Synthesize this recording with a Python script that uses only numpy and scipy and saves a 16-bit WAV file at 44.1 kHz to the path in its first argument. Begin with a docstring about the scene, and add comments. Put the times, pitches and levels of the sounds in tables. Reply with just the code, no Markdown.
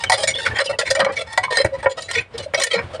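"""A steel spoon tosses chunks of raw fruit in a hand-held glass jar, close to the microphone.
Knocks and scrapes drive the jar's damped modes and inner echoes; single glass notes are struck or bowed.
The spoon rings on hard blows, soft lumps swell the hollow air, and wet skins squeak as gliding tones.
Tumbling chunks are runs of dull noise bumps, and the jar meets the table as a filtered noise thump.
A small kitchen adds a short noise tail and an uneven low hum."""
import sys
import numpy as np
from scipy import signal
from scipy.io import wavfile
from scipy.ndimage import uniform_filter1d

SR = 44100
rng = np.random.default_rng(int(sys.argv[2]) if len(sys.argv) > 2 else 0)


def file_out(sig):
    """Save sig as 16-bit WAV at sys.argv[1]."""
    # one column per channel
    cols = np.atleast_2d(sig).T
    # limit, then scale
    lim = np.clip(cols, -1, 1)
    pcm = np.round(lim * 32767).astype(np.int16)
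    wavfile.write(sys.argv[1], SR, pcm)


N = 132300  # samples: 3 s

BUILD_S = 0.00069  # time constant of the glass sound building up


def amp(db):
    """Decibels to gain."""
    return 10 ** (np.asarray(db) / 20)


def unit(x):
    """Scales to rms 1."""
    return x / np.sqrt(np.mean(x ** 2) + 1e-20)


def crest(x):
    """Scales so that the loudest 6 ms have rms 1."""
    power = uniform_filter1d(x ** 2, size=260)
    return x / np.sqrt(power.max() + 1e-20)


def add(mix, start_s, sound):
    """Mixes a sound in at a time; whatever falls before the start is cut off."""
    at = round(start_s * SR)
    sound = sound[max(-at, 0):]
    part = mix[max(at, 0):][:len(sound)]
    part += sound[:len(part)]


def filtered(x, kind, cutoff_hz, order):
    """Butterworth low-pass or high-pass filter."""
    sos = signal.butter(order, cutoff_hz, kind, fs=SR, output="sos")
    return signal.sosfilt(sos, x)


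def coloured(x, points, size=4096):
    """Causal, minimum-phase filter through (frequency [Hz], level [dB]) points."""
    hz, db = np.transpose(points)
    bins_hz = abs(np.fft.fftfreq(size, 1 / SR))
    curve_db = np.interp(np.log(bins_hz + 1), np.log(hz), db)
    log_gain = np.log(amp(curve_db))
    spectrum = np.exp(np.conj(signal.hilbert(log_gain)))
    taps = np.fft.ifft(spectrum).real[:size // 2]
    return signal.fftconvolve(x, taps)[:len(x)]


def swell(length_s, rise, fall):
    """Attack, hold and release; rise and fall are shares of the length."""
    u = np.linspace(0, 1, max(round(length_s * SR), 64))
    ramp = np.clip(np.minimum(u / rise, (1 - u) / fall), 0, 1)
    return np.sin(np.pi / 2 * ramp) ** 2


def wander(count, size):
    """Smooth random drift: noise averaged twice over size samples."""
    noise = rng.standard_normal(SR // 2)
    smooth = uniform_filter1d(uniform_filter1d(noise, size), size)
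    return unit(smooth)[:count]


def jar(force, colour, levels_db, ring_share=1):
    """A force rings the jar's modes and inner echoes; the place of contact sets each register's strength."""
    # the jar's air and glass, damped by the hand, before each contact's own variation:
    # (frequency [Hz], level [dB], t60 [s])
    modes = [(540, 8.5, 0.053), (628, -1, 0.049), (882, -5.5, 0.022), (991.7, -14.5, 0.13),
             (1144, -22.5, 0.073), (1376, -11, 0.056), (1850.7, -0.5, 0.078), (1942.5, -1, 0.049),
             (2238, 3, 0.047), (2968, -6, 0.055), (3168, -6.5, 0.033), (3485, -4, 0.038), (3920, -8, 0.051),
             (4134, -8, 0.071), (4483, -18, 0.033), (4830, -3, 0.04), (5176, 0.5, 0.023),
             (5790, -6.5, 0.059), (7046, -1.5, 0.032), (8240, -6, 0.038), (8630, -2.5, 0.025),
             (9270, -3.5, 0.056)]
    # boundaries between the registers, from hollow up to tick: (frequency [Hz])
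    register_edges = [750, 1500, 2500, 5500]
    mode_spread_db, inside_t60_s, inside_db = 6.5, 0.047, -2
    first_share = 0.71  # strength of the first direct click, before the build-up

    t = np.arange(SR // 6) / SR
    ring = np.zeros(len(t))
    for hz, db, t60 in modes:
        level_db = db + mode_spread_db * rng.standard_normal()  # each contact favours other modes
        decay = amp(level_db - 60 * t / (t60 * ring_share))
        pitch = hz * (1 + .002 * rng.standard_normal())
        ring += rng.choice([-1, 1]) * decay * np.sin(2 * np.pi * pitch * t)
    inside = rng.standard_normal(len(t)) * amp(-60 * t / inside_t60_s)
    body = unit(ring) + amp(inside_db) * unit(inside)
    body *= 1 - (1 - first_share) * np.exp(-t / BUILD_S)

    rest = coloured(signal.fftconvolve(force, body), colour)
    rest = filtered(rest, "high", 310, order=2)  # the small jar radiates little bass
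    registers = []
    for edge_hz in register_edges[:len(levels_db) - 1]:
        registers.append(filtered(rest, "low", edge_hz, order=11))
        rest = filtered(rest, "high", edge_hz, order=11)
    registers.append(rest)
    return sum(amp(db) * crest(part) for db, part in zip(levels_db, registers))


def scrape(length_s, *levels_db):
    """Sliding friction: tiny slips of uneven size, some at random and some in a regular judder."""
    # colour of sliding contact: (frequency [Hz], level [dB])
    scrape_colour = [(100, -1), (300, 1.5), (480, 11), (1000, 0), (2600, 0.5), (4000, 4), (6300, -7.5),
                     (9200, -7), (11000, -27), (15000, -55)]
    scrape_db, judder_db = -2.5, -0.5
    slips_per_s, slip_spread_db = 2200, 3.5
    pressed_ring, pressure_db = 0.92, 3.5  # sliding fruit damps the glass, and presses unevenly

    size = SR // 4
    slip_db = slip_spread_db * np.minimum(rng.exponential(1, size), 3)
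    slips = (rng.random(size) < slips_per_s / SR) * rng.choice([-1, 1], size) * amp(slip_db)

    # slips fall into step at a rate that differs for each stroke
    judder_hz = rng.uniform(443.7, 1103) * (1 + 0.01775 * wander(size, size=250))
    turns = np.cumsum(judder_hz) / SR
    pulses = sum(np.cos(2 * np.pi * k * turns) for k in range(1, 16))
    judder = pulses * amp(3.9 * wander(size, size=120))

    stroke = swell(length_s, rise=0.23, fall=0.32)[:size]
    force = (unit(slips) + amp(judder_db) * unit(judder))[:len(stroke)] * stroke
    force *= amp(pressure_db * wander(len(force), size=220))
    return amp(scrape_db) * jar(force, scrape_colour, levels_db, pressed_ring)


def room_tail(x):
    """The kitchen's short, faint reflections: decaying noise convolved with the close sound."""
    t60_s, rise_s, tail_db = 0.17, 0.0083, -13.5
    t = np.arange(SR // 2) / SR
    tail = rng.standard_normal(len(t)) * amp(-60 * t / t60_s) * np.minimum(t / rise_s, 1)
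    wet = signal.fftconvolve(x, tail / np.linalg.norm(tail))[:N]
    return amp(tail_db) * coloured(wet, [(500, 1.5), (3500, -2), (9000, -7.5)])


def hum():
    """Room tone and handling rumble: filtered noise that swells unevenly."""
    # spectrum of the noise: (frequency [Hz], level [dB])
    hum_colour = [(20, -10), (40, -11), (65, -4.5), (95, 4), (150, -7), (250, -14), (550, -10.5),
                  (1000, -16), (3500, -26), (6000, -40.5), (9500, -41.5), (12000, -73)]
    hum_db, sway_db = -39.5, 4.8
    noise = rng.standard_normal(N)
    sway = uniform_filter1d(uniform_filter1d(rng.standard_normal(N), size=2500), size=2500)
    return amp(hum_db) * unit(coloured(noise * amp(sway_db * unit(sway)), hum_colour))


def knock(chatter_s, *levels_db):
    """One sharp blow, then a dying chatter of sparse random clicks, steel on glass."""
    # colour of a hard contact: (frequency [Hz], level [dB])
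    knock_colour = [(100, 3), (300, -29), (480, -15), (1000, -2.5), (2600, -3), (4000, 5.5), (6300, -1.5),
                    (9200, -0.5), (9700, -8.5), (11000, -18), (15000, -38.5)]
    knock_db, chatter_db, clicks_per_s = -5, -3.5, 5000
    t = np.arange(SR // 16) / SR
    clicks = rng.standard_normal(len(t)) * (rng.random(len(t)) < clicks_per_s / SR)
    force = amp(chatter_db) * clicks * np.exp(-t / max(chatter_s, 1e-4))
    force[0] = 1  # the blow itself
    return amp(knock_db) * jar(force, knock_colour, levels_db)


def squeak(length_s, db, hz, glide):
    """Wet skin and steel stick and slip: a brief, unsteady gliding tone with a faint octave."""
    grip = swell(length_s, rise=0.21, fall=0.21)
    count = len(grip)
    pitch = hz * (1 + glide * np.linspace(-.5, .5, count) + .007 * wander(count, size=70))
    phase = 2 * np.pi * np.cumsum(pitch) / SR
    tone = np.sin(phase) + amp(-37) * np.sin(2 * phase)
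    return amp(db) * crest(grip * amp(3.6 * wander(count, size=130)) * tone)


def spoon(db):
    """The spoon's bowl rings briefly: a few decaying sines with a soft onset."""
    # the spoon's modes, levels relative to each other: (frequency [Hz], level [dB], t60 [s])
    spoon_modes = [(743.5, -12, 0.15), (898, -5.5, 0.07), (985, 3.5, 0.018)]
    t = np.arange(SR // 8) / SR
    ring = np.zeros(len(t))
    for hz, level, t60 in spoon_modes:
        ring += amp(level - 60 * t / t60) * np.sin(2 * np.pi * (hz * t + rng.random()))
    return amp(db) * crest(ring * (1 - np.exp(-t / 0.0013)))


def glass_ring(db, hz):
    """One struck mode of the wall builds up quickly and dies away."""
    t60_s = 0.079
    t = np.arange(SR // 6) / SR
    envelope = (1 - np.exp(-t / BUILD_S)) * amp(-60 * t / t60_s)
    return amp(db) * crest(envelope * np.sin(2 * np.pi * hz * t))


def thud(length_s, db, hz):
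    """A soft push swells the air resonance, which wavers as fruit and spoon move."""
    push = swell(length_s, rise=0.37, fall=0.57)
    pitch = hz * (1 + .018 * wander(len(push), size=200))
    return amp(db) * crest(push * np.sin(2 * np.pi * np.cumsum(pitch) / SR))


def bowed(length_s, db, hz):
    """Friction keeps one mode of the wall singing, steady in pitch and uneven in level."""
    grip = swell(length_s, rise=0.067, fall=0.083)
    tone = np.sin(2 * np.pi * hz * np.arange(len(grip)) / SR)
    return amp(db) * crest(grip * amp(2.0 * wander(len(grip), size=160)) * tone)


def tumble(length_s, db):
    """Chunks judder down the wall: a run of irregular impulses, each with a dull noise echo."""
    # colour of the tumbling: (frequency [Hz], level [dB])
    tumble_colour = [(60, -15), (140, -5), (195, 5.5), (260, -6), (400, -12), (560, -2), (800, -19),
                     (1200, 2), (1500, -5.5), (1900, -1.5), (2400, -24), (9000, -64)]
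    bumps_per_s, echo_t60_s = 160, 0.055  # the rate wanders about this
    roll = swell(length_s, rise=0.31, fall=0.26)
    rate = bumps_per_s * np.exp(.3 * wander(len(roll), size=150))
    count = np.floor(np.cumsum(rate) / SR)
    bumps = np.diff(count, prepend=0) * roll * amp(1.9 * rng.standard_normal(len(roll)))
    t = np.arange(SR // 16) / SR
    echo = rng.standard_normal(len(t)) * amp(-60 * t / echo_t60_s)
    return amp(db) * crest(coloured(signal.fftconvolve(bumps, echo), tumble_colour))


def bump(db):
    """The jar's base meets the table: a short noise burst filtered to a dull thump."""
    # colour of the thump: (frequency [Hz], level [dB])
    bump_colour = [(30, -17), (85, -1), (140, -11), (255, -9), (320, -0.5), (400, -9.5), (520, -12.5),
                   (900, -14), (3000, -90)]
    rise_s = 0.004  # the envelope peaks here
    u = np.arange(SR // 5) / SR / rise_s
    burst = rng.standard_normal(len(u)) * u * np.exp(-u)
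    return amp(db) * crest(coloured(burst, bump_colour))


def scene():
    """Everything in the jar, with the room around it."""
    # Knock and scrape levels are register balances, before the overall level of their kind.
    # spoon and fruit sliding on the glass:
    # (start [s], length [s], hollow [dB], clunk [dB], ring [dB], tick [dB])
    scrape_events = [(-.02, 0.081, -40, -30, -33, -31), (0.167, 0.074, -23, -27, -33, -22.5),
                     (0.29, 0.033, -56, -55, -26, -25.5), (0.337, 0.068, -28.5, -42, -27.5, -27),
                     (0.375, 0.14, -32, -34, -29, -26), (0.445, 0.036, -23.5, -34, -16.5, -23.5),
                     (0.504, 0.034, -47, -33.5, -32, -47), (0.541, 0.072, -34, -22, -15.5, -23),
                     (.582, 0.024, -25, -26.5, -16.5, -19.5), (0.597, 0.023, -15, -22, -18.5, -20.5),
                     (0.638, 0.037, -23.5, -37, -41, -22.5), (0.686, 0.036, -23.5, -24.5, -30, -29.5),
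                     (0.72, 0.038, -29, -30.5, -29, -38), (0.809, 0.014, -35, -31, -19.5, -26.5),
                     (0.846, 0.061, -40, -32, -18, -26), (0.951, 0.062, -15, -32, -31.5, -35),
                     (1.072, 0.057, -20, -29, -31, -45), (1.115, 0.037, -40, -38, -36, -38),
                     (1.15, 0.037, -30.5, -44, -16.5, -26), (1.178, 0.051, -23, -31, -27, -25.5),
                     (1.259, 0.12, -41, -31.5, -29.5, -37), (1.427, 0.033, -30.5, -18, -16.5, -23.5),
                     (1.499, 0.04, -17.5, -28.5, -25, -25), (1.518, 0.053, -46, -31, -24.5, -23.5),
                     (1.574, 0.052, -21, -26.5, -17.5, -22), (1.725, 0.044, -49, -28.5, -32, -42),
                     (1.779, 0.031, -55, -48, -34, -46), (1.823, 0.033, -21.5, -23.5, -29, -36.5),
                     (1.89, 0.043, -27, -55, -38, -31), (1.966, 0.03, -29, -24.5, -30.5, -28.5),
                     (1.993, 0.09, -36.5, -50, -53, -34), (2.077, 0.036, -33, -42, -24.5, -31.5),
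                     (2.126, 0.034, -40, -34, -21.5, -26), (2.141, 0.058, -37, -34.5, -16, -22),
                     (2.192, 0.035, -50, -41, -32, -39), (2.328, 0.042, -65, -67, -38.5, -42.5),
                     (2.385, 0.03, -25.5, -40.5, -38, -31.5), (2.418, 0.041, -36, -47, -38, -34),
                     (2.564, 0.039, -18.5, -31, -43, -22.5), (2.597, 0.028, -20, -27, -28, -21),
                     (2.642, 0.036, -26, -37.5, -23, -25), (2.698, 0.059, -21.5, -31, -19, -19.5),
                     (2.732, 0.042, -19, -27.5, -20, -24.5), (2.762, 0.057, -23, -24, -18, -36),
                     (2.925, 0.048, -22.5, -31.5, -49, -36)]
    # hard contacts:
    # (time [s], hollow [dB], clunk [dB], ring [dB], clink [dB], tick [dB], chatter decay [s])
    knock_events = [(0.036, -24.5, -25, -12, -21, -22, 0.0035),
                    (0.0965, -18, -22, -10.5, -13.5, -15.5, 0.0011),
                    (0.118, -17, -17.5, -17, -13, -18.5, 0.0089),
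                    (0.135, -15.5, -29, -16, -15, -22.5, 0.0092),
                    (0.2325, -19, -29, -19, -16.5, -20.5, 0.0076),
                    (0.273, -18, -32, -12, -15.5, -16.5, 0.013), (.461, -38, -23, -13, -27, -50, 0.013),
                    (0.787, -13, -20.5, -16.5, -13.5, -17, 0.0089),
                    (0.902, -17, -26, -34, -13, -22, 0.0081), (0.908, -7.5, -30, -12, -16, -15, 0.0042),
                    (0.949, -18, -24.5, -14.5, -22, -21.5, 0.0066),
                    (0.993, -9, -22, -14.5, -22, -33, 0.0015), (1.001, -9, -18.5, -12, -16, -25, 0.0024),
                    (1.016, -12, -24, -20, -41, -46, 0.0018),
                    (1.046, -21, -19, -14.5, -20.5, -31.5, 0.0016),
                    (1.062, -9, -18.5, -18, -41, -61, 0.0024), (1.328, -56, -49, -47, -30, -31.5, 0.0021),
                    (1.3747, -13.5, -16, -15, -16, -20.5, 0.0027),
                    (1.5693, -16, -15.5, -12.5, -16.5, -18.5, 0.003),
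                    (1.645, -9.5, -44, -12.5, -31.5, -26.5, 0.0053),
                    (1.658, -32, -39, -22, -33, -33.5, 0.0026),
                    (1.8578, -4.5, -11.5, -12.5, -44, -59, 0.0056),
                    (2.02, -43, -54, -35, -25, -30.5, .0033), (2.111, -33, -26, -24, -22, -23, 0.0011),
                    (2.378, -54, -46, -43, -22.5, -30, 0.0059),
                    (2.536, -14.5, -20, -17.5, -36, -36, 0.0017),
                    (2.544, -10.5, -27, -9.5, -15, -22.5, 0.0036),
                    (2.5979, -33, -31, -20.5, -23, -20, 0.0013),
                    (2.6183, -45, -36, -14, -15.5, -20, 0.0034),
                    (2.6352, -25, -33, -13, -16.5, -11, 0.0018)]
    # wet skin on steel: (start [s], length [s], level [dB], pitch [Hz], glide [share of pitch])
    squeak_events = [(0.057, 0.039, -28.5, 3060, -0.071), (0.336, 0.049, -22, 3450, 0.074),
                     (0.386, 0.025, -27.5, 1583, -0.087), (0.461, 0.019, -14.5, 1453, -0.12),
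                     (0.509, 0.022, -24.5, 1773, 0.018), (0.669, 0.0217, -26.5, 2990, -0.023),
                     (0.67, 0.027, -30, 2700, 0.013), (1.466, 0.095, -24, 1000, -0.12),
                     (2.179, 0.024, -16.5, 2470, 0.056), (2.708, 0.022, -21, 3170, -0.016)]
    # the spoon's own ring after the hardest blows: (time [s], level [dB])
    spoon_events = [(.098, -10.5), (.12, -17.5), (1.376, -14.5), (1.861, -29.5)]
    # blows that leave one note of the glass ringing: (time [s], level [dB], pitch [Hz])
    ring_events = [(.12, -12, 1960), (.233, -25.5, 5187), (0.279, -20, 6975), (1.377, -12.5, 1960),
                   (1.572, -19, 4800), (1.568, -28, 8470), (2.638, -19.5, 1796)]
    # soft lumps sounding the air in the jar: (start [s], length [s], level [dB], centre pitch [Hz])
    thud_events = [(0.189, 0.03, -24.5, 613), (0.233, 0.021, -17, 625), (0.69, 0.032, -16, 549),
                   (0.83, 0.012, -20, 590), (0.951, 0.029, -19, 539), (1.01, 0.092, -23, 549.7),
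                   (1.594, 0.034, -12.5, 544), (1.714, 0.061, -21, 548), (2.153, 0.047, -24.5, 465),
                   (2.336, 0.038, -28, 469), (2.459, 0.018, -23.5, 583), (2.733, 0.023, -14.5, 536),
                   (2.99, 0.063, -12.5, 578)]
    # the sliding spoon bows one glass note: (start [s], length [s], level [dB], pitch [Hz])
    bowed_events = [(.293, 0.033, -25, 2162), (0.678, 0.085, -36, 2686), (.962, 0.017, -26, 2315),
                    (1.503, .122, -22, 1836), (1.56, 0.069, -20.5, 4080)]
    # chunks juddering down the wall: (start [s], length [s], level [dB])
    tumble_events = [(.997, 0.036, -19.5), (1.062, 0.049, -25), (2.744, 0.073, -28.5)]
    # the jar meets the table: (time [s], level [dB])
    bump_events = [(1.644, -14.5), (1.657, -39)]

    mix = np.zeros(N)
    for s, *row in scrape_events:
        add(mix, s, scrape(*row))
    for s, *levels, chatter_s in knock_events:
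        add(mix, s, knock(chatter_s, *levels))
    for s, *row in squeak_events:
        add(mix, s, squeak(*row))
    for s, db in spoon_events:
        add(mix, s, spoon(db))
    for s, *row in ring_events:
        add(mix, s, glass_ring(*row))
    for s, *row in thud_events:
        add(mix, s, thud(*row))
    for s, *row in bowed_events:
        add(mix, s, bowed(*row))
    for s, *row in tumble_events:
        add(mix, s, tumble(*row))
    for s, db in bump_events:
        add(mix, s, bump(db))
    return (mix + room_tail(mix) + hum())[None]


def record(dry):
    """The microphone drops the deepest bass and rounds off peaks softly; then the band limit."""
    dry = filtered(dry, "high", 45, order=2)
    held = dry / (1 + (dry / .85) ** 8) ** (1 / 8)
    band_limit = signal.firwin(255, 15500, window=("kaiser", 9), fs=SR)  # cutoff in Hz
    return signal.oaconvolve(held, band_limit[None], "same")


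dry = scene()
out = record(dry)
file_out(out)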